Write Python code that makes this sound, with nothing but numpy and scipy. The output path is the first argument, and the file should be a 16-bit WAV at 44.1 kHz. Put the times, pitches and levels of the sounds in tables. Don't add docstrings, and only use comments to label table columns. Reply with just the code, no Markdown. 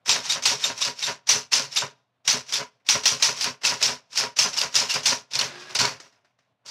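import sys
import numpy as np
from scipy import signal
from scipy.io import wavfile
from scipy.ndimage import uniform_filter1d

SR = 44100
rng = np.random.default_rng(int(sys.argv[2]) if len(sys.argv) > 2 else 0)


def store_pcm(level_fs):
    pcm = np.round(np.clip(level_fs, -1, 1) * 32767).astype(np.int16)
    wavfile.write(sys.argv[1], SR, np.atleast_2d(pcm).T)


def magnitude_from_level(level_db):
    exponent = np.asarray(level_db, float) / 20
    return 10 ** exponent


N = 295470

# start_s, rattle_db, ring_hz, lower_body_db (against treble), crack_db
LETTERS = [(0.0932, -6, 3800, -16.5, -6), (0.4555, -4, 5670, -11.5, -9.5), (1.2905, -3.5, 6070, -14, -16),
           (1.5312, -5.5, 6100, -26.5, -10.5), (2.2777, -4, 5910, -15, -6.5),
           (2.8886, -4.5, 5750, -17.5, -4.5), (3.056, -4, 5800, -18, -9.5), (3.2243, -3.5, 6010, -18, -6.5),
           (3.6504, -6.5, 5150, -28, -9.5), (3.8272, -6, 5350, -21.5, -3.5),
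           (4.388, -4.5, 6140, -13.5, -8.5), (4.7543, -5, 5190, -24.5, -7), (5.0575, -4, 5760, -13.5, -11)]
# start_s, rattle_db, ring_hz, lower_body_db, crack_db
STEPS = [(0.2987, -11, 3800, -18.5, -14.5), (0.6384, -10.5, 3780, -7, -28.5),
         (0.8130, -10.5, 5350, -22, -31), (1.0265, -13, 3840, -16, -31.5), (1.7635, -9, 3705, -18.5, -29),
         (2.5376, -15.5, 3380, -25.5, -21.5), (3.4106, -11, 4750, -30, -28), (4.1743, -9, 5320, -11, -13),
         (4.5735, -11.5, 5470, -14, -26), (4.8975, -10.5, 2830, -25.5, -34.5)]
# start_s, peak_db, ring_hz
EARLY_REBOUNDS = [(0.0945, -12.5, 5670), (0.096, -12.5, 2650), (0.4546, -11, 2660), (1.5321, -9, 2700),
                  (0.1157, -9, 5810), (0.2517, -24, 4900), (0.3007, -16, 3600), (0.3233, -20.5, 5000),
                  (0.334, -15, 6740), (0.4234, -23.5, 5320), (0.4344, -20.5, 6300), (0.4586, -9.5, 4320),
                  (0.4635, -15, 5040), (0.4911, -15.5, 5640), (0.6214, -25.5, 5040), (0.6415, -10.5, 3710),
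                  (0.6462, -21, 3670), (0.78, -22.5, 5760), (0.8255, -11.5, 3620), (0.8526, -16, 4900),
                  (0.8818, -22, 4480), (0.8986, -20.5, 4820), (0.9926, -23, 5440), (1.039, -20.5, 3730),
                  (1.0435, -21.5, 3680), (1.069, -16.5, 4430), (1.271, -27, 6040), (1.2927, -5.5, 5730),
                  (1.297, -13.5, 6070), (1.301, -9.5, 5660), (1.315, -8.5, 6100), (1.5317, -15.5, 5180),
                  (1.5388, -7, 5080), (1.563, -12, 5930), (1.5825, -12, 5080), (1.7259, -28.5, 5400),
                  (1.761, -12, 5070), (1.7655, -21.5, 5400), (1.7723, -12.5, 3580), (1.777, -14.5, 3700),
                  (2.277, -4, 5630), (2.284, -10, 5570), (2.291, -10.5, 5870), (2.3004, -8.5, 5960),
                  (2.3106, -9.5, 5840), (2.3294, -11.5, 6300), (2.5027, -23.5, 5880), (2.524, -16.5, 4870),
                  (2.5394, -15, 3530), (2.5562, -18.5, 4900), (2.891, -12, 5540), (2.8957, -6.5, 5480),
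                  (2.9066, -20, 5800), (2.9114, -10.5, 6000), (2.9304, -10.5, 6170), (3.0365, -19, 6030),
                  (3.0573, -8, 5540), (3.0639, -7.5, 5620)]
# start_s, peak_db, ring_hz
LATE_REBOUNDS = [(3.0791, -14.5, 5740), (3.0891, -11.5, 6000), (3.1135, -17.5, 5660), (3.1236, -22, 5770),
                 (3.225, -10.5, 6100), (3.232, -13, 5600), (3.247, -8, 5300), (3.2576, -13, 5900),
                 (3.2803, -22.5, 6070), (3.4127, -20.5, 3940), (3.424, -20, 5270), (3.444, -15.5, 4800),
                 (3.478, -19, 4460), (3.651, -8.5, 2670), (3.6632, -13.5, 4850), (3.7022, -17, 4500),
                 (3.7188, -27.5, 5630), (3.8282, -9.5, 6300), (3.8354, -6.5, 5040), (4.1764, -9.5, 5500),
                 (4.2011, -11, 4920), (4.369, -23.5, 5900), (4.391, -4, 5480), (4.3965, -4, 5530),
                 (4.421, -9.5, 5170), (4.4397, -13, 5000), (4.4478, -13, 4960), (4.5331, -21.5, 5900),
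                 (4.541, -16.5, 5400), (4.5875, -7.5, 4930), (4.6152, -10, 4880), (4.7551, -8, 5080),
                 (4.7617, -2.5, 5030), (4.765, -7, 5600), (4.7866, -16, 5360), (4.802, -10.5, 5600),
                 (4.9, -29, 5330), (4.912, -13, 5500), (4.9418, -12, 4750), (5.06, -8, 5580),
                 (5.0676, -10.5, 5780), (5.0895, -15, 5300), (5.11, -9.5, 4860), (5.1147, -20, 5740),
                 (5.3539, -19, 4900), (5.3587, -10.5, 4940), (5.3639, -16, 5400), (5.392, -16.5, 4260),
                 (5.414, -12, 2950), (5.4419, -21, 6000), (5.7517, -18.5, 5060), (5.758, -21, 5100),
                 (5.792, -17, 4800), (5.798, -13, 4150), (5.8534, -12, 4450)]
REBOUND_T60_S = 0.022
# start_s, level_db, whirr_hz, whirr_db
SLIDE = [
    (5.46, -52, 406, -65),
    (5.488, -50, 368, -71),
    (5.518, -43.5, 350.4, -54.5),
    (5.65, -46, 365, -57.5),
    (5.686, -47, 377, -62.5),
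    (5.746, -51, 360, -48.5),
]


def evened(x):
    return x / np.sqrt(np.mean(x ** 2) + 1e-20)


def colour(x, points):
    f, db = np.transpose(points)
    hz = abs(np.fft.fftfreq(4096, 1 / SR))
    gain_db = np.interp(np.log(hz + 1), np.log(f + 1), db)
    log_gain = np.log(magnitude_from_level(np.maximum(gain_db, -100)))
    minimum_phase = -signal.hilbert(log_gain).imag
    taps = np.fft.ifft(np.exp(log_gain + 1j * minimum_phase)).real[:2048]
    return signal.oaconvolve(x, taps / np.linalg.norm(taps))[:len(x)]


def resonate(x, hz, width):
    r = np.exp(-np.pi * width / SR)
    turn = 2 * np.pi * hz / SR
    gain = np.sin(turn) * np.sqrt(2 - 2 * r * r)
    return signal.lfilter([gain], [1, -2 * r * np.cos(turn), r * r], x)


def filtered(x, order, hz, kind):
    return signal.sosfilt(signal.butter(order, hz, kind, fs=SR, output="sos"), x)


def add(mix, s, sound):
    part = mix[round(s * SR):][:len(sound)]
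    part += sound[:len(part)]


def chatter(per_s, spread_db):
    size = magnitude_from_level(spread_db * np.minimum(rng.exponential(1, N), 4)) * rng.standard_normal(N)
    return evened(size * (rng.random(N) < per_s / SR))


def shake(db, rise, t60, bend, jump_db):
    t = np.arange(-.04, .4, 1 / SR)
    fall_db = -60 * (np.maximum(t, 0) / t60) ** bend
    fall_db -= 60 * (np.maximum(t, 0) / 0.3) ** 4
    return magnitude_from_level(db + np.where(t < 0, 20 * t / rise - jump_db, fall_db))


def many_parts(knocks, width, count):
    part = rng.integers(0, count, N)
    pitches = (np.arange(count) + rng.random(count)) * 16000 / count + 300
    return sum(resonate(knocks * (part == k), hz, width) for k, hz in enumerate(pitches))


def kinds_of_blow():
    # start_s, rattle_db, ring_hz, lower_body_db, crack_db
    latches = [(0.0595, -22.5, 5350, -4.5, -36), (0.079, -16, 5260, -0.5, -39.5),
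               (1.2715, -22, 6000, -8, -43), (1.5195, -13.5, 4470, -3.5, -42.5),
               (2.2515, -29.5, 5530, -3, -52.5), (2.8494, -51.5, 5580, 8.5, -69),
               (2.8654, -30.5, 5560, -28.5, -51), (3.035, -21, 6070, -3.5, -32.5),
               (3.1986, -23.5, 5330, -1, -41.5), (3.6157, -36, 5170, 5.5, -51),
               (3.6366, -15, 2820, -2, -29.5), (4.3663, -19, 6070, -8, -35.5),
               (4.7435, -15, 6800, -2.5, -36.5), (5.033, -22.5, 6240, -2, -27.5),
               (6.6518, -47.5, 5500, -5.5, -54), (6.6618, -30, 5630, -22, -55),
               (6.686, -30.5, 4630, -23, -48)]
    # start_s, rattle_db, ring_hz, lower_body_db, crack_db
    presses = [(0.2309, -32.5, 4450, -26, -40.5), (0.2508, -19.5, 5410, -7.5, -39),
               (0.6, -24, 5530, -7.5, -45), (0.622, -23.5, 5520, -10, -40), (0.755, -57, 5580, -13, -58),
               (0.7776, -22, 5630, -7.5, -38.5), (0.9647, -39.5, 5490, 2.5, -54),
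               (0.9906, -24, 5560, -10, -40.5), (1.725, -25, 5445, -7, -36.5),
               (2.4658, -45, 4750, -21, -42), (2.4922, -25.5, 5850, -6.5, -28),
               (3.3687, -22, 5490, -3, -38.5), (3.797, -35.5, 5500, -4.5, -44),
               (3.816, -17, 4430, 0.5, -38.5), (4.1061, -51, 5870, 2, -59.5),
               (4.1298, -28, 5290, -5.5, -32), (4.5326, -23, 5380, -3, -29.5),
               (4.727, -29, 5580, -3, -45.5)]
    # start_s, rattle_db, ring_hz, lower_body_db, crack_db
    knocks = [(0.322, -17.5, 4700, -24.5, -12.5), (0.8495, -14, 4570, -8, -20),
              (1.0657, -14.5, 4570, -7, -28), (1.3159, -18, 6020, -15, -22), (2.5243, -13, 5300, -10, -33),
              (2.5564, -15, 4700, -24.5, -18.5), (3.4432, -15, 5470, 0, -14.5),
              (4.157, -18, 5300, -22, -37), (4.2006, -15, 4740, -1.5, -30), (4.6148, -14, 4700, -2, -12.5),
              (4.9428, -13, 4900, -1.5, -14), (5.3534, -24, 4900, 4, -10.5)]
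    # start_s, rattle_db, ring_hz, lower_body_db, crack_db
    dry_taps = [
        (0.4245, -19.5, 6170, -6.5, -24.5),
        (0.4334, -17, 6150, -27.5, -37.5),
        (2.8, -64, 2500, 14, -64),
        (5.7516, -9.5, 4820, -5.5, -19),
    ]
    # start_s, rattle_db, ring_hz, lower_body_db, crack_db
    carriage_return = [
        (5.3112, -27.5, 3470, -6.5, -47),
        (5.3353, -15.5, 3560, -10, -40.5),
        (5.391, -13, 4270, -5, -17),
        (5.4114, -23, 3750, 7.5, -16),
        (5.5982, -35, 5070, -8, -43.5),
        (5.697, -32, 5000, 5, -57),
        (5.7907, -6.5, 4480, -26, -24),
        (5.8108, -26, 5460, 2, -16),
        (5.852, -18.5, 4670, 2.5, -16.5),
    ]
    # start_s, rattle_db, ring_hz, lower_body_db, crack_db
    settling = [
        (6.001, -40.5, 5760, 0, -36.5),
        (6.06, -55, 4950, -7, -55),
        (6.125, -55.5, 5070, 6, -56),
        (6.2468, -60, 4810, 10, -56.5),
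        (6.3886, -58, 3860, 8, -58),
    ]
    return [(LETTERS, 0.007, 8, 0.26, 0.01, 0.11),
            (latches, 0.007, 4.1, 0.39, 0.007, 0.18),
            (STEPS, 0.015, 2.2, 0.22, 0.015, 0.025),
            (presses, 0.026, 1.9, 0.3, 0.022, 0.04),
            (knocks, 0.0077, 5, 0.18, 0.014, 0.072),
            (dry_taps, 0.004, 6, 0.11, 0.018, 0.19),
            (carriage_return, 0.0082, 3.8, 0.24, 0.041, 0.21),
            (settling, 0.01, 4.1, 0.36, 0.081, 0.71)]


def rattles():
    return [(s, db, rise, jump_db, t60, hz, low_db)
            for blows, rise, jump_db, t60, *_ in kinds_of_blow()
            for s, db, hz, low_db, _ in blows]


def contacts():
    return [(row[0] + 0.00063, row[-1], t60, share)
            for blows, *_, t60, share in kinds_of_blow()
            for row in blows]


def type_bars():
    # pitch_hz, level_db (per Hz)
    steel_colour = [(35, -43.5), (60, -46.5), (153, -49), (458, -23.5), (968, -7.5), (1140, -9.5),
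                    (1820, -8), (2770, -1), (3040, -4.5), (3670, -2.5), (5860, -0.5), (7750, -9),
                    (9130, -17), (13000, -25), (16000, -38.5)]
    # pitch_hz, width_hz, level_db (against the broad sound)
    frame_modes = [(5760, 62, -24), (5910, 24, -28), (6070, 24, -28), (5300, 340, -18.5), (5880, 3540, -6),
                   (4420, 80, -35.5), (9100, 880, -13.5)]
    force, low_force, rings, cracks, dull = np.zeros((5, N))
    own = chatter(per_s=1400, spread_db=-0.5)
    t = np.arange(1500) / SR
    for s, db, rise, jump_db, t60, hz, low_db in rattles():
        rattle = shake(db - 17.5, rise, t60, bend=1.338, jump_db=jump_db)
        add(force, s - .04, rattle ** 2)
        add(low_force, s - .04, (rattle * magnitude_from_level(low_db)) ** 2)
        struck = own[round(s * SR):][:len(rattle)]
        add(rings, s - .04, resonate(struck * rattle[:len(struck)], hz, width=150))

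    hits = contacts()
    bursts = rng.choice([-1., 1.], (len(hits), len(t)))
    for (s, db, t60, share), burst in zip(hits, bursts):
        blunt = np.clip((-27.5 - db) / 30, .2, .8)
        burst = signal.lfilter([np.sqrt(1 - blunt ** 2)], [1, -blunt], burst)
        crack = magnitude_from_level(db - 4 - 60 * t / max(t60, .02)) * np.minimum(t / .0006, 1) * burst
        add(cracks, s - .001, crack)
        add(cracks, s - .0006, magnitude_from_level(db - 0.5) * burst[:1])
        add(dull, s - .001, share * crack)

    for s, db, _ in EARLY_REBOUNDS + LATE_REBOUNDS:
        add(force, s - .0005, magnitude_from_level(db - 22 - 60 * t / REBOUND_T60_S) ** 2)
    run = signal.windows.tukey(round((SLIDE[-1][0] - SLIDE[0][0]) * SR), .2)
    add(force, SLIDE[0][0], (magnitude_from_level(-59.5) * run) ** 2)

    knocks = np.sqrt(force) * chatter(per_s=9000, spread_db=0.0)
    treble = filtered(knocks, 2, 7500, "high")
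    hardness = np.minimum(force / magnitude_from_level(-27.5) ** 2, 4)
    knocks = knocks + treble * (magnitude_from_level(-3.5) * hardness ** 0.036 - 1)
    frame = sum(magnitude_from_level(db) * resonate(knocks, f, w) for f, w, db in frame_modes)
    cracks = filtered(cracks, 1, (1300, 9000), "band")
    steel = colour(cracks + frame + many_parts(knocks, width=170, count=80), steel_colour)
    body = resonate(np.sqrt(low_force) * chatter(per_s=3200, spread_db=-3.5), hz=2240, width=1500)
    body = filtered(body, 2, 500, "high")
    return steel + resonate(dull, hz=2000, width=680) + body + magnitude_from_level(-3) * rings


def thuds():
    # start_s, peak_db, t60_s, boom_db (desk against casing)
    carriage_thuds = [
        (5.353, -33.5, 0.23, 1),
        (5.429, -39, 0.49, -15),
        (5.808, -13, 0.22, -2),
        (5.849, -13, 0.11, -27),
        (6.002, -44, 0.2, -18),
        (6.055, -49, 0.31, -21),
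        (6.162, -53, 0.39, -24),
        (6.656, -43.5, 0.47, -18),
    ]
    # peak_db, boom_db (desk against casing)
    letter_falls = [(-18, -13), (-17, -12), (-18, -12.5), (-22.5, -15.5), (-16, -8.5), (-15, -9.5),
                    (-21, -5), (-17, -13.5), (-16, -21), (-16.5, -35.5), (-17, -20.5), (-18, -21),
                    (-16, -15)]
    # peak_db, boom_db (desk against casing)
    step_falls = [(-18.5, -13.5), (-19, -16.5), (-20, -14.5), (-14.5, -22), (-16.5, -16), (-18.5, -19),
                  (-17.5, -23.5), (-17.5, -24.5), (-19.5, -21.5), (-16.5, -19)]
    falls = [(row[0] + 0.064, db, 0.21, boom_db) for row, (db, boom_db) in zip(LETTERS, letter_falls)]
    falls += [(row[0] + 0.062, db, 0.19, boom_db) for row, (db, boom_db) in zip(STEPS, step_falls)]
    return falls + carriage_thuds


def casing():
    # pitch_hz, level_db (per Hz)
    casing_colour = [(150, -28.5), (250, 11.5), (331, -17.5), (580, 11.5), (835, -1.5), (986, -1),
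                     (1200, 4), (3000, 1), (3900, -43.5), (6600, -120)]
    # pitch_hz, width_hz, level_db (against the broad sound)
    cover_modes = [(961, 15, -9), (988, 18, -12), (1050, 35, -12), (567, 33, -11), (426, 28, -6.5),
                   (250, 22, -11), (1387, 40, -16)]
    force, boom, landings, stamps = np.zeros((4, N))
    falls = thuds()
    rocking = rng.uniform(-1.1, 1, (len(falls), 4))
    for (s, db, t60, boom_db), rock in zip(falls, rocking):
        thud = shake(db - 12.5, 0.028, t60, bend=0.9, jump_db=3)
        add(force, s - .04, thud ** 2)
        add(boom, s - .04, (thud * magnitude_from_level(boom_db)) ** 2)
        add(landings, s + 0.0037, magnitude_from_level([db - 3]))
        add(landings, s + .009 + 0.0012 * rock[0], magnitude_from_level([db - 0.5]) * rock[1])
        add(landings, s + 0.033 + 0.0029 * rock[2], magnitude_from_level([db - 0.5]) * rock[3])
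        add(stamps, s + 0.005, magnitude_from_level([db + boom_db - 1]))
    for s, db, rise, _, t60, _, low_db in rattles():
        jolt = shake(db + low_db - 25, rise, t60, bend=2.1, jump_db=8.5)
        add(force, s - .04, jolt ** 2)
        add(boom, s - .03, (jolt * magnitude_from_level(-9.0)) ** 2)
    knocks = np.sqrt(force) * chatter(per_s=3000, spread_db=1.0) + landings
    cover = colour(knocks, casing_colour)
    cover = cover + sum(magnitude_from_level(db) * resonate(knocks, f, w) for f, w, db in cover_modes)
    cover = signal.lfilter(*signal.iirnotch(345, 4, fs=SR), cover)
    pushes = np.sqrt(boom) * chatter(per_s=3000, spread_db=-0.5) + stamps
    desk = resonate(pushes, hz=134, width=20) + magnitude_from_level(-28.5) * resonate(pushes, hz=146, width=150)
    return cover + desk


def carriage():
    # pitch_hz, level_db (per Hz)
    grind_colour = [(47, -40), (80, -21), (127, 0.5), (309, -6), (353, 0), (482, -1.5), (1400, 0),
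                    (1630, 3), (2180, -2), (5050, -4), (16000, -53.5)]
    # pitch_hz, width_hz, level_db
    rail_modes = [(1660, 32, -12), (2480, 24, -15.5), (8630, 60, -26), (10960, 200, -31)]
    s, *columns = np.transpose(SLIDE)
    t = np.arange(s[0], s[-1], 1 / SR)
    level_db, hz, whirr_db = (np.interp(t, s, c) for c in columns)
    rolls = chatter(per_s=6000, spread_db=1.6)
    rolls = rolls * magnitude_from_level(evened(uniform_filter1d(rng.standard_normal(N), size=600)))
    grind = colour(rolls, grind_colour)[:len(t)]
    grind = grind + sum(magnitude_from_level(db) * resonate(rolls, f, w) for f, w, db in rail_modes)[:len(t)]
    wobble = 1.13 + 0.25 * evened(uniform_filter1d(rng.standard_normal(len(t)), size=500))
    whirr = np.sqrt(2) * magnitude_from_level(whirr_db) * wobble * np.sin(2 * np.pi * np.cumsum(hz) / SR)
    out = np.zeros(N)
    add(out, s[0], (magnitude_from_level(level_db) * grind + whirr) * signal.windows.tukey(len(t), .15))
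    return out


def pawl():
    # start_s, peak_db, pitch_hz, overtone_db
    pings = [(0.109, -18.5, 3810, -26), (0.2986, -6.5, 3720, -18), (0.6389, -2.5, 3660, -16.5),
             (0.825, -12, 3696, -24), (1.038, -10, 3690, -15), (1.7719, -7.5, 3645, -12),
             (2.5386, -11.5, 3610, -15), (2.8896, -16, 4130, -13), (3.058, -6, 4230, -7),
             (3.2243, -12, 4060, -12), (3.652, -14, 2640, -11.5), (4.175, -12.5, 4490, -23),
             (4.5824, -11.5, 2890, -6), (4.907, -11.5, 2740, -14), (5.0584, -8.5, 3540, -14.5),
             (5.3888, -7, 4390, -10)]
    out, t = np.zeros(N), np.arange(6000) / SR
    onset = np.minimum(t / 0.0063, 1)
    for s, db, hz, over_db in pings:
        tone = magnitude_from_level(-60 * t / 0.033) * np.sin(2 * np.pi * hz * t)
        second = magnitude_from_level(over_db - 5 - 60 * t / .15) * np.sin(2 * np.pi * 2.005 * hz * t)
        third = magnitude_from_level(over_db - 17 - 60 * t / .09) * np.sin(2 * np.pi * 3.14 * hz * t)
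        is_pawl = 3600 < hz < 3850
        add(out, s, magnitude_from_level(db) * (tone + is_pawl * (second + third)) * onset)
    return out


def small_parts():
    # start_s,
    # peak_db, pitch_hz
    wires = [(0.081, -32, 8200), (0.112, -18.5, 7550), (2.3245, -41, 14200), (3.655, -41, 14100),
             (3.861, -43, 13400), (4.174, -39, 14200), (4.586, -38, 11800), (5.388, -39.5, 11200),
             (6.688, -36, 4600), (5.802, -24.5, 1030), (5.805, -23.5, 1490), (5.793, -31, 2290),
             (5.848, -21.5, 2230), (5.85, -25, 1490)]
    # start_s, peak_db, ring_hz
    glints = [(0.0932, -29.5, 9110), (0.2975, -34, 9000), (0.323, -24, 9070), (0.4555, -26.5, 8700),
              (0.4653, -27.5, 9840), (0.8519, -33.5, 8550), (1.2916, -24.5, 8830), (1.3007, -31, 8740),
              (1.3317, -34.5, 9800), (1.5308, -26, 8940), (1.7508, -34, 10210), (1.77, -29, 9240),
              (1.7759, -25, 9260), (2.2771, -30, 8910), (2.3255, -27, 9470), (2.5369, -28.5, 9390),
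              (2.544, -24.5, 9300), (2.8889, -29, 9000), (2.9002, -31.5, 9020), (3.0569, -23, 9040),
              (3.1222, -30, 9370), (3.2249, -29.5, 9020), (3.424, -30, 9350), (3.4423, -25, 9600),
              (3.6524, -28, 9190), (3.6605, -23, 9630), (3.827, -35, 9020), (4.1769, -30, 9300),
              (4.2007, -24, 9560), (4.3895, -33, 8720), (4.4224, -32.5, 8700), (4.4385, -31.5, 9370),
              (4.5943, -31, 11560), (4.613, -28, 10080), (4.9115, -33, 11480), (4.9413, -24, 8480),
              (5.058, -30.5, 8960), (5.3891, -27, 10980), (5.75, -27, 8610)]
    out, t = np.zeros(N), np.arange(1500) / SR
    onset = np.minimum(t / .0005, 1)
    for s, db, hz in EARLY_REBOUNDS + LATE_REBOUNDS:
        add(out, s - .0005, onset * magnitude_from_level(db - 4 - 60 * t / REBOUND_T60_S) * np.sin(2 * np.pi * hz * t))
    for s, db, hz in wires:
        add(out, s, onset * magnitude_from_level(db - 60 * t / .06) * np.sin(2 * np.pi * hz * t))
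    snaps = filtered(rng.standard_normal((len(glints), len(t))), 2, (7500, 12000), "band")
    for (s, db, hz), snap in zip(glints, snaps):
        ring = np.sin(2 * np.pi * hz * t) + snap
        add(out, s - .0005, onset * magnitude_from_level(db + 5.0 - 60 * t / .005) * ring)
    return out


def walls(x):
    at = np.arange(200, 30000, 20) + rng.integers(0, 20, 1490)
    taps = np.zeros(30100)
    taps[at] = rng.choice([-1., 1.], 1490) * magnitude_from_level(-60 * at / SR / .55)
    taps = signal.lfilter([1], [1, -.75], taps)
    return signal.oaconvolve(x, taps / np.linalg.norm(taps))[:N]


def room():
    # pitch_hz, level_db (per Hz)
    air_colour = [(20, -5), (43, -22), (123, -1), (319, -17), (678, -8), (2020, -18), (3800, -21),
                  (5000, -31), (16000, -46)]
    # pitch_hz, width_hz, level_db
    air_tones = [(700, 90, -12), (1060, 90, -19), (280, 50, -18)]
    hum = evened(resonate(rng.standard_normal(N), hz=122.4, width=6.6))
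    noise = rng.standard_normal(N)
    air = colour_and_tones(noise, air_colour, air_tones)
    drift_db = evened(uniform_filter1d(rng.standard_normal(N), size=2000))
    return magnitude_from_level(-69.5 + drift_db) * air + magnitude_from_level(-75) * hum


def colour_and_tones(noise, points, tones):
    return colour(noise, points) + sum(magnitude_from_level(db) * resonate(noise, f, w) for f, w, db in tones)


def scene():
    machine = type_bars() + casing() + carriage() + small_parts()
    return (machine + magnitude_from_level(-30) * walls(machine) + pawl() + room())[None]


def noise_gate(heard):
    power_db = 10 * np.log10(abs(uniform_filter1d(heard[0] ** 2, size=400)) + 1e-12)
    cut_db = np.clip(0.61 * (-54 - power_db), 0, 4)
    step = 1 / (0.035 * SR)
    lasting_db = signal.lfilter([step], [1, step - 1], np.maximum(power_db, -90))
    hush_db = np.minimum(-60 - lasting_db, -60 - power_db)
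    cut_db = cut_db + np.clip(hush_db, 0, 5)
    return heard / magnitude_from_level(uniform_filter1d(cut_db, size=300))


def top_cut(x):
    return signal.sosfilt(signal.butter(12, 16650, fs=SR, output="sos"), x)


def record(dry):
    heard = filtered(dry, 4, 94, "high") + magnitude_from_level(-22.5) * dry
    limited = .7 * np.tanh(noise_gate(heard) / .7)
    edge = signal.firwin(255, 15800, window=("kaiser", 8), fs=SR)
    mix = signal.oaconvolve(limited, edge[None], "same")
    return top_cut(mix)


dry = scene()
out = record(dry)
store_pcm(out)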